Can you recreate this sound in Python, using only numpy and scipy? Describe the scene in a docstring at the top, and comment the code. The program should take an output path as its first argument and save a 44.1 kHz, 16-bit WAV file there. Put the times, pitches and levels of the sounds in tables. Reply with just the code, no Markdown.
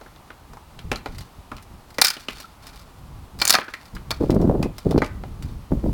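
"""A wooden pallet cracks and gives up its nails as a steel bar levers it apart outdoors, close by.
Noise bursts ring wood and nail resonances for the cracks, knocks and ticks; sparse slips make the rubs.
Boards knock and tick as the bar is seated; two heaves crack the wood and jerk the nails out in slips.
Then gusts buffet the microphone with shaped noise and eddy pulses, over a distant wash.
A gain control ducks the whole sound on loud cracks and recovers slowly."""
import sys
import numpy as np
from scipy import signal
from scipy.fft import rfft, irfft, next_fast_len
from scipy.io import wavfile
from scipy.ndimage import uniform_filter1d

SR = 44100
rng = np.random.default_rng(int(sys.argv[2]) if len(sys.argv) > 2 else 0)


def master(y):
    """Save y as 16-bit WAV."""
    cut = np.clip(np.atleast_2d(y).T, -1, 1)
    pcm = np.round(cut * 32767)  # scale
    wavfile.write(sys.argv[1], SR, pcm.astype(np.int16))


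N = 261513

# resonances of the boards: (frequency [Hz], width [Hz], level [dB])
BOARD_MODES = [(268, 170, 2), (484, 230, -2.5), (603, 45, 1.5), (840, 82, 1.5), (1065, 43, 4.5),
               (1228, 28, 3), (1336, 45, 7.5), (1733, 60, -9), (2043, 56, 5), (2346, 30, 4),
               (2900, 42, -0.5), (2960, 80, -9.5), (4030, 110, 3), (4700, 40, -3.5)]
# resonances of nails gripped in wood, against the bar: (frequency [Hz], width [Hz], level [dB])
NAIL_MODES = [(1224, 27, 6.5), (1381, 80, 5), (2368, 42, 11), (3660, 71, 6.5), (4390, 140, 3),
              (4540, 97, -2.5), (5010, 140, -8.5), (5345, 80, -10.5), (6106, 77, 4), (7200, 200, 0),
              (9630, 83, 5.5), (11300, 70, -1.5)]
# colour of a fracture: (frequency [Hz], level [dB])
FRACTURE_COLOUR = [(100, -10), (250, -2.5), (450, -7), (800, 1.5), (1300, -2), (1900, 4), (3000, 3.5),
                   (5000, 6), (6600, -3), (9500, -3.5), (11000, -6.5), (14000, -6), (17000, -9.5)]
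# colour of rubbing and torn fibres: (frequency [Hz], level [dB])
RUB_COLOUR = [(600, -20.5), (1400, 5.5), (2500, -2.5), (4800, 2), (6600, -7.5), (9000, -9.5),
              (17000, -15.5)]
# the body, middle and edge of a blow
BANDS = [signal.butter(3, edge, kind, fs=SR, output="sos")
         for edge, kind in [(1500, "low"), ((1500, 6000), "band"), (6000, "high")]]


def gain_of(db):
    """Decibels to amplitude."""
    return 10 ** (np.asarray(db) / 20)


def evened(x):
    """Scales to rms 1."""
    return x / np.sqrt(np.mean(x ** 2) + 1e-20)


def read(points, hz):
    """Reads a curve on a log-frequency axis."""
    f, value = np.transpose(points)
    return np.interp(np.log(hz + 1), np.log(f + 1), value)


def add(mix, s, sound):
    """Mixes a sound in at time s, cut off at the end of the mix."""
    part = mix[max(round(s * SR), 0):][:len(sound)]
    part += sound[:len(part)]


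def colour(x, spectrum):
    """Causal minimum-phase filter with the given spectrum; the result has rms 1."""
    size = next_fast_len(2 * len(x))
    log_gain = np.log(gain_of(read(spectrum, abs(np.fft.fftfreq(size, 1 / SR)))))
    response = np.exp(np.conj(signal.hilbert(log_gain)))
    filtered = irfft(rfft(x, size) * response[:size // 2 + 1], size)
    return evened(filtered[:len(x)])


def resonate(x, hz, width):
    """One decaying resonance of gain 1; a narrower one rings longer."""
    r = np.exp(-np.pi * width / SR)
    return 2 * signal.lfilter([1 - r], [1, -r * np.exp(2j * np.pi * hz / SR)], x).real


def ring_body(x, modes):
    """The driving sound plus every resonance of the body it excites."""
    return x + sum(gain_of(db) * resonate(x, hz, width) for hz, width, db in modes)


def wander(hz):
    """Random drift of rms 1, no faster than the given rate."""
    spectrum = rfft(rng.standard_normal(N))
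    return evened(irfft(spectrum * (np.fft.rfftfreq(N, 1 / SR) < hz), N))


def impulses(per_s):
    """Ones at chance moments among zeros, at an average rate per second."""
    return rng.random(N) < per_s / SR


def swells(rows, rise_s, release_db_per_s, fade_db_per_s=0):
    """Gain for every sample: each row rises, holds or fades for its length, then is released."""
    t, power = np.arange(N) / SR, np.zeros(N)
    for start, length, db in rows:
        age = np.maximum(t - start, 0)
        fall_db = fade_db_per_s * age + release_db_per_s * np.maximum(age - length, 0)
        power += (np.minimum(age / rise_s, 1) * gain_of(db - fall_db)) ** 2
    return np.sqrt(power)


def blow(db, bass_db, treble_db, hz, t60, rise, modes, spectrum, width_hz, focus_db, grain_db, bass_hold):
    """A swelling rush of tiny fractures rings the body; the struck spot adds a resonance of its own."""
    t = np.arange(4096) / SR
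    noise, grain = rng.standard_normal((2, len(t)))
    grain = np.tanh(evened(uniform_filter1d(grain, size=16)))
    rush = noise * gain_of(grain_db * grain)  # uneven, gritty loudness
    rush *= 1 - np.exp(-(t / rise) ** 2)
    out = np.zeros(len(t))
    for band, band_db, hold in zip(BANDS, (bass_db, 0, treble_db), (bass_hold, 1, 1)):
        push = colour(rush * gain_of(-60 * t / (t60 * hold)), spectrum)
        ring = ring_body(push, modes) + gain_of(focus_db) * resonate(push, hz, width_hz)
        ring = signal.sosfilt(band, ring)
        attack = np.std(ring[:265])  # the first 6 ms set the level
        out += gain_of(db + band_db) * ring / attack
    return out


def air():
    """The distant outdoor wash: coloured noise whose level drifts slightly."""
    # colour of the wash: (frequency [Hz], level [dB])
    wash_colour = [(40, -14), (150, -5), (250, 1), (511, -5), (850, 0), (1150, -2), (1610, -11),
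                   (2600, -13.5), (4320, -15.5), (6500, -20.5), (9000, -21), (17000, -24)]
    wash = colour(rng.standard_normal(N), wash_colour)
    return gain_of(-51) * wash * gain_of(0.32 * wander(12))


def wind():
    """Puffs and gusts rumble at the microphone; gusts add a stream of small whirls and single large eddies."""
    # colour of the low wind noise: (frequency [Hz], level [dB])
    rumble_colour = [(10, -13), (28, -1.5), (55, 1), (100, -4), (170, -9), (280, -18.5), (500, -30),
                     (1200, -62)]
    # colour of the large whirls in a gust: (frequency [Hz], level [dB])
    buffet_colour = [(30, -21), (90, -9.5), (180, 0), (330, -4), (520, -11), (800, -26), (1300, -43.5),
                     (2500, -59), (6000, -69)]
    # colour of the small whirls in a gust: (frequency [Hz], level [dB])
    tear_colour = [(100, 2), (500, 9), (900, 1), (1400, -13), (2200, -33), (6000, -45)]
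    # soft puffs of air on the microphone: (start [s], length [s], level [dB])
    puff_rows = [(.48, .04, -42), (.72, .08, -44), (.83, 0.13, -32.5), (1.06, 0.14, -36), (1.36, 0.03, -42),
                 (1.51, 0.025, -36), (1.69, 0.062, -41), (2.3, 0.023, -40), (2.6, 0.4, -51),
                 (2.97, 0.26, -40), (3.33, 0.06, -35), (3.92, 0.072, -32.5), (4.06, 0.18, -35),
                 (5.08, 0.47, -33.5), (5.41, 0.053, -28.5), (5.56, .04, -37.5), (5.7, 0.05, -21),
                 (5.82, 0.1, -21)]
    # gusts strong enough to turn turbulent at the microphone port: (start [s], length [s], level [dB])
    gust_rows = [(4.2, 0.03, -16.5), (4.287, 0.089, -18), (4.39, 0.14, -16), (4.55, 0.1, -21.5),
                 (4.848, 0.068, -15.5), (4.935, 0.046, -17), (5.708, 0.0087, -17.5), (5.828, 0.039, -19.5)]
    # single eddies hitting the port: (time [s], peak level [dB])
    eddy_rows = [(4.21, -17), (4.298, -1.5), (4.327, -9.5), (4.348, -27), (4.365, -3.5), (4.961, -3.5),
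                 (4.979, 2.5), (5.719, -10.5), (5.7224, -8.5), (5.841, -14)]
    calm_db, gust_rumble_db, fine_db = -51, -9, -12.5
    gust_rise_s, eddy_width_s = 0.012, 0.00088

    puffing = swells(puff_rows, rise_s=0.024, release_db_per_s=170)
    gust_rumble = gain_of(gust_rumble_db) * swells(gust_rows, gust_rise_s, release_db_per_s=112)
    pressure = np.sqrt(gain_of(calm_db) ** 2 + puffing ** 2 + gust_rumble ** 2)
    out = pressure * colour(rng.standard_normal(N), rumble_colour)

    lumps = np.tanh(wander(90))
    whirls = rng.standard_normal(N) * impulses(per_s=420)
    coarse = colour(rng.standard_normal(N) * gain_of(7.5 * lumps), buffet_colour)
    fine = colour(whirls * gain_of(5.5 * lumps), tear_colour)  # the fastest air breaks into smaller whirls
    gusting = swells(gust_rows, gust_rise_s, release_db_per_s=348)
    out += gusting * (coarse + gain_of(fine_db) * fine)

    t = np.arange(N) / SR
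    for s, db in eddy_rows:
        u = np.maximum(t - s, 0) / eddy_width_s
        out -= gain_of(db) * u * (2 - u) * np.exp(1 - u) * np.tanh(2 * u) ** 2  # suction, then pressure
    return out


def yard(x):
    """Scattered echoes from paving and walls, each band dying at its own speed."""
    # decay of the echoes: (frequency [Hz], t60 [s])
    echo_decay = [(200, 0.29), (700, 0.26), (1700, 0.4), (4600, 0.2), (12000, 0.14), (17000, 0.26)]
    taps = rng.standard_normal(SR) * (rng.random(SR) < 4000 / SR)  # 4000 echoes per second
    hz, t, bins = signal.stft(taps, SR, nperseg=256)
    fade = gain_of(-60 * t / read(echo_decay, hz)[:, None])
    tail = signal.istft(bins * fade, SR, nperseg=256)[1]
    tail *= 1 - np.exp(-(np.arange(len(tail)) / SR / 0.0076) ** 2)  # the echoes build up over some 8 ms
    return signal.fftconvolve(x, tail / np.linalg.norm(tail))[:N]


def fibres():
    """Clumps of minute slips as wood rubs on wood, steel and paving; now and then a fibre or grain snaps."""
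    # wood dragging after it shifts: (start [s], length [s], level [dB] before the layer gain)
    rub_rows = [(0, 0.16, -62), (1.05, 0.22, -53), (2.12, 0.076, -38), (2.3, 0.11, -41), (2.62, .2, -48),
                (3.68, 0.15, -48), (4.2, 0.23, -49), (4.76, .3, -51), (5.42, .08, -51.5), (5.76, 0.22, -58)]
    slips = rng.standard_normal(N) * impulses(per_s=12000)
    slips *= gain_of(1.4 * wander(260) + 3.25 * wander(41))
    slips = ring_body(slips, NAIL_MODES)

    catches = impulses(per_s=110) * rng.uniform(0.2, 1, N)
    snap_fade = np.exp(-np.arange(300) / SR / 0.0011)
    catches = signal.oaconvolve(catches, snap_fade)[:N] * rng.standard_normal(N)

    rubbing = colour(slips, RUB_COLOUR) + gain_of(-4) * colour(catches, FRACTURE_COLOUR)
    dragging = swells(rub_rows, rise_s=0.007, release_db_per_s=148, fade_db_per_s=16)
    return gain_of(-4.0) * dragging * rubbing


def ticks():
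    """Small dry snaps ring the boards, each trailed by two weaker ones at chance moments."""
    # splinters and grit snapping: (time [s], level [dB] before the layer gain, main resonance [Hz])
    tick_rows = [(1.1472, -49, 2180), (1.1817, -42, 4800), (1.207, -45, 4060), (1.5658, -45.5, 2490),
                 (1.6243, -55, 9000), (1.9033, -51, 4220), (1.9429, -50, 4820), (2.2003, -47, 6000),
                 (2.4006, -41.5, 5800), (2.6673, -43.5, 5000), (2.7583, -50, 4660), (2.794, -51, 4730),
                 (3.388, -42.5, 4900), (3.8546, -52, 4900), (3.9499, -45.5, 5000), (4.304, -33.5, 3560),
                 (4.344, -50.5, 9000), (4.414, -46.5, 5440), (4.7817, -39.5, 5160), (4.9087, -37, 3500),
                 (4.9779, -32, 1520), (5.4238, -44.5, 4500)]
    trail_db = -8.5  # each further snap
    out = np.zeros(N)
    for s, db, hz in tick_rows:
        treble_db = -3.5 + 5.5 * np.log2(hz / 4500)  # smaller splinters ring higher and snap brighter
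        delays = [0, rng.uniform(0.004, 0.0088), rng.uniform(0.0074, 0.022)]
        for k, delay in enumerate(delays):
            snap = blow(db + k * trail_db, -5, treble_db, hz, t60=0.043, rise=0.0005,
                        modes=BOARD_MODES, spectrum=FRACTURE_COLOUR,
                        width_hz=280, focus_db=3.5, grain_db=7.0, bass_hold=0.92)
            add(out, s + delay, snap)
    return gain_of(2.5) * out


def squeak(s=2.443, hz=1335, db=-34):
    """A nail chirps once in its hole: a steady tone that swells and dies within milliseconds."""
    t = np.arange(4096) / SR
    u = t / 0.0034  # loudest at 3.4 ms
    out = np.zeros(N)
    add(out, s, gain_of(db) * u * np.exp(1 - u) * np.sin(2 * np.pi * hz * t))
    return out


def knocks():
    """Duller blows in which the boards ring, each followed by a weaker, longer rebound."""
    # boards and bar bumping: (time [s], level [dB] before the layer gain, bass re level [dB],
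    # treble re level [dB], main resonance [Hz])
    knock_rows = [(.012, -50.5, 7, -7, 600), (0.0606, -49, 1.5, -16, 1570), (.16, -51, -2, -7, 3550),
                  (.303, -40, -3.5, -27, 1270), (.533, -49, 3.5, -4, 740), (0.569, -51, 7.5, -7, 1130),
                  (0.7896, -39.5, -9, -7, 3300), (0.9153, -20.5, -3, -7.5, 2570),
                  (0.9469, -42, 2.5, -13, 3020), (0.9573, -32.5, -11, -2, 4150),
                  (1.0588, -33, 2.5, -10.5, 945), (1.5157, -37.5, 4.5, -14, 1180),
                  (1.581, -44, -7, -10, 1100), (1.9833, -23.5, -0.5, -4.5, 2080),
                  (2.1664, -34, -3.5, -13, 2980), (2.2838, -23.5, -8, -9.5, 2900),
                  (3.5846, -20, -1, -17, 1180), (3.6149, -28, -8, -25, 1630),
                  (3.6809, -33.5, -5, -25, 1310), (3.737, -27.5, -16.5, -10.5, 1840),
                  (3.965, -38, -8.5, -20, 1160), (4.627, -29, 0.5, -3.5, 2610),
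                  (5.0187, -22.5, 8, -15.5, 2050), (5.044, -35.5, -7, -1, 2900),
                  (5.061, -38, -21, -2, 2700), (5.2358, -43.5, 8, -11, 670)]
    # colour of a bump: (frequency [Hz], level [dB])
    bump_colour = [(80, -3.5), (250, 10), (700, 6.5), (1500, 1), (3500, -3.5), (5000, -11.5), (8000, -25),
                   (10000, -25.5), (17000, -36)]
    rise_s = 0.0004
    rebound_s, rebound_db, rebound_treble_db = 0.012, -14.5, -0.5
    out = np.zeros(N)
    for s, db, bass_db, treble_db, hz in knock_rows:
        knock = blow(db, bass_db, treble_db, hz, 0.035, rise_s, BOARD_MODES, bump_colour,
                     width_hz=400, focus_db=17, grain_db=0, bass_hold=1.61)
        add(out, s, knock)
        # a struck board drops back and chatters
        rebound = blow(db + rebound_db, bass_db, treble_db + rebound_treble_db, hz, 0.07, rise_s,
                       BOARD_MODES, bump_colour, width_hz=290, focus_db=2, grain_db=10.5, bass_hold=0.8)
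        add(out, s + rebound_s, rebound)
    return gain_of(2.0) * out


def splinters(snaps):
    """After each bright crack the torn fibres go on popping, ever more weakly."""
    keep = np.exp(-1 / (0.017 * SR))  # stress drains over 17 ms
    treble_power = signal.sosfilt(BANDS[2], snaps) ** 2
    stress = np.sqrt(signal.lfilter([1 - keep], [1, -keep], treble_power))
    pop_db = 4.2 * np.minimum(rng.exponential(1, N), 3)
    pops = impulses(per_s=190) * gain_of(pop_db)
    fade = np.exp(-np.arange(600) / SR / 0.0035)
    crackle = signal.oaconvolve(pops, fade)[:N] * rng.standard_normal(N)
    return gain_of(-10.0) * stress * colour(crackle, RUB_COLOUR)


def cracks():
    """Short, bright bursts ring the nails as wood splits and nails let go."""
    # wood splitting and nails slipping: (time [s], level [dB], bass re level [dB],
    # treble re level [dB], main resonance [Hz], t60 [s])
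    crack_rows = [(2.0144, -14, -21, 6.5, 4440, .03), (2.0167, -0.5, -8, -8, 4320, 0.013),
                  (2.0216, -11.5, -16.5, 1, 4120, 0.017), (2.0395, -15, -8.5, -8, 5080, 0.023),
                  (2.045, -8, -17, -0.5, 5000, 0.029), (2.0539, -11.5, -26, -2.5, 4900, .025),
                  (2.0678, -15.5, -23, 0.5, 4930, 0.033), (2.082, -14, -25, -2, 4950, 0.026),
                  (2.102, -17, -13, -2, 4700, 0.03), (3.3985, -32, -13, -9.5, 4800, 0.061),
                  (3.4148, -19, -5, -3, 4400, 0.066), (3.4176, -14, -10.5, -26, 4330, 0.028),
                  (3.4524, -23.5, -9, 6, 6940, 0.021), (3.471, -25, -7, -11, 6970, 0.028),
                  (3.4769, -25.5, -23, 11, 6940, .015), (3.4846, -22, -14, -3, 6940, 0.026),
                  (3.495, -14, -11.5, -0.5, 6870, 0.036), (3.5038, -2.5, -14.5, 1.5, 5450, 0.015),
                  (3.5254, -10, -15.5, -3, 4180, 0.024), (3.5372, -10, -16, -6, 5340, .021),
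                  (3.541, -11.5, 2.5, -25, 1900, 0.039), (3.55, -6.5, -5, -14, 1380, 0.02),
                  (4.106, -22.5, -4, -9.5, 3530, 0.017), (4.1121, -20, -6, -9, 4430, .028)]
    out = np.zeros(N)
    for s, *row in crack_rows:
        crack = blow(*row, rise=0.00052, modes=NAIL_MODES, spectrum=FRACTURE_COLOUR,
                     width_hz=470, focus_db=8, grain_db=7.5, bass_hold=2.2)
        add(out, s, crack)
    return out


def scene():
    """The pallet in its yard, with wind and distant air."""
    breaking = cracks()
    snaps = breaking + splinters(breaking) + ticks()
    bumps = knocks() + squeak()
    echo = yard(gain_of(-17.5) * snaps + gain_of(-15.5) * bumps)
    return (snaps + bumps + echo + fibres() + wind() + air())[None]


def record(dry):
    """Gain control with a slow recovery, overload, then the band limit."""
    threshold_db, recovery_db_per_s, edge_hz = -12.5, 40.0, 17050
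    power = abs(uniform_filter1d(dry[0] ** 2, size=220))  # averaged over 5 ms
    power_db = 10 * np.log10(power + 1e-12)
    fall = np.arange(N) * recovery_db_per_s / SR
    held_db = np.maximum.accumulate(power_db + fall) - fall  # peaks held, then sinking steadily
    over_db = np.maximum(held_db - threshold_db, 0)
    cut_db = 0.5 * uniform_filter1d(over_db, size=100)  # half of the excess is taken off
    ducked = np.clip(dry / gain_of(cut_db), -1, 1)
    low_pass = signal.firwin(511, edge_hz, window=("kaiser", 8), fs=SR)
    return signal.oaconvolve(ducked, low_pass[None], "same")


dry = scene()
out = record(dry)
master(out)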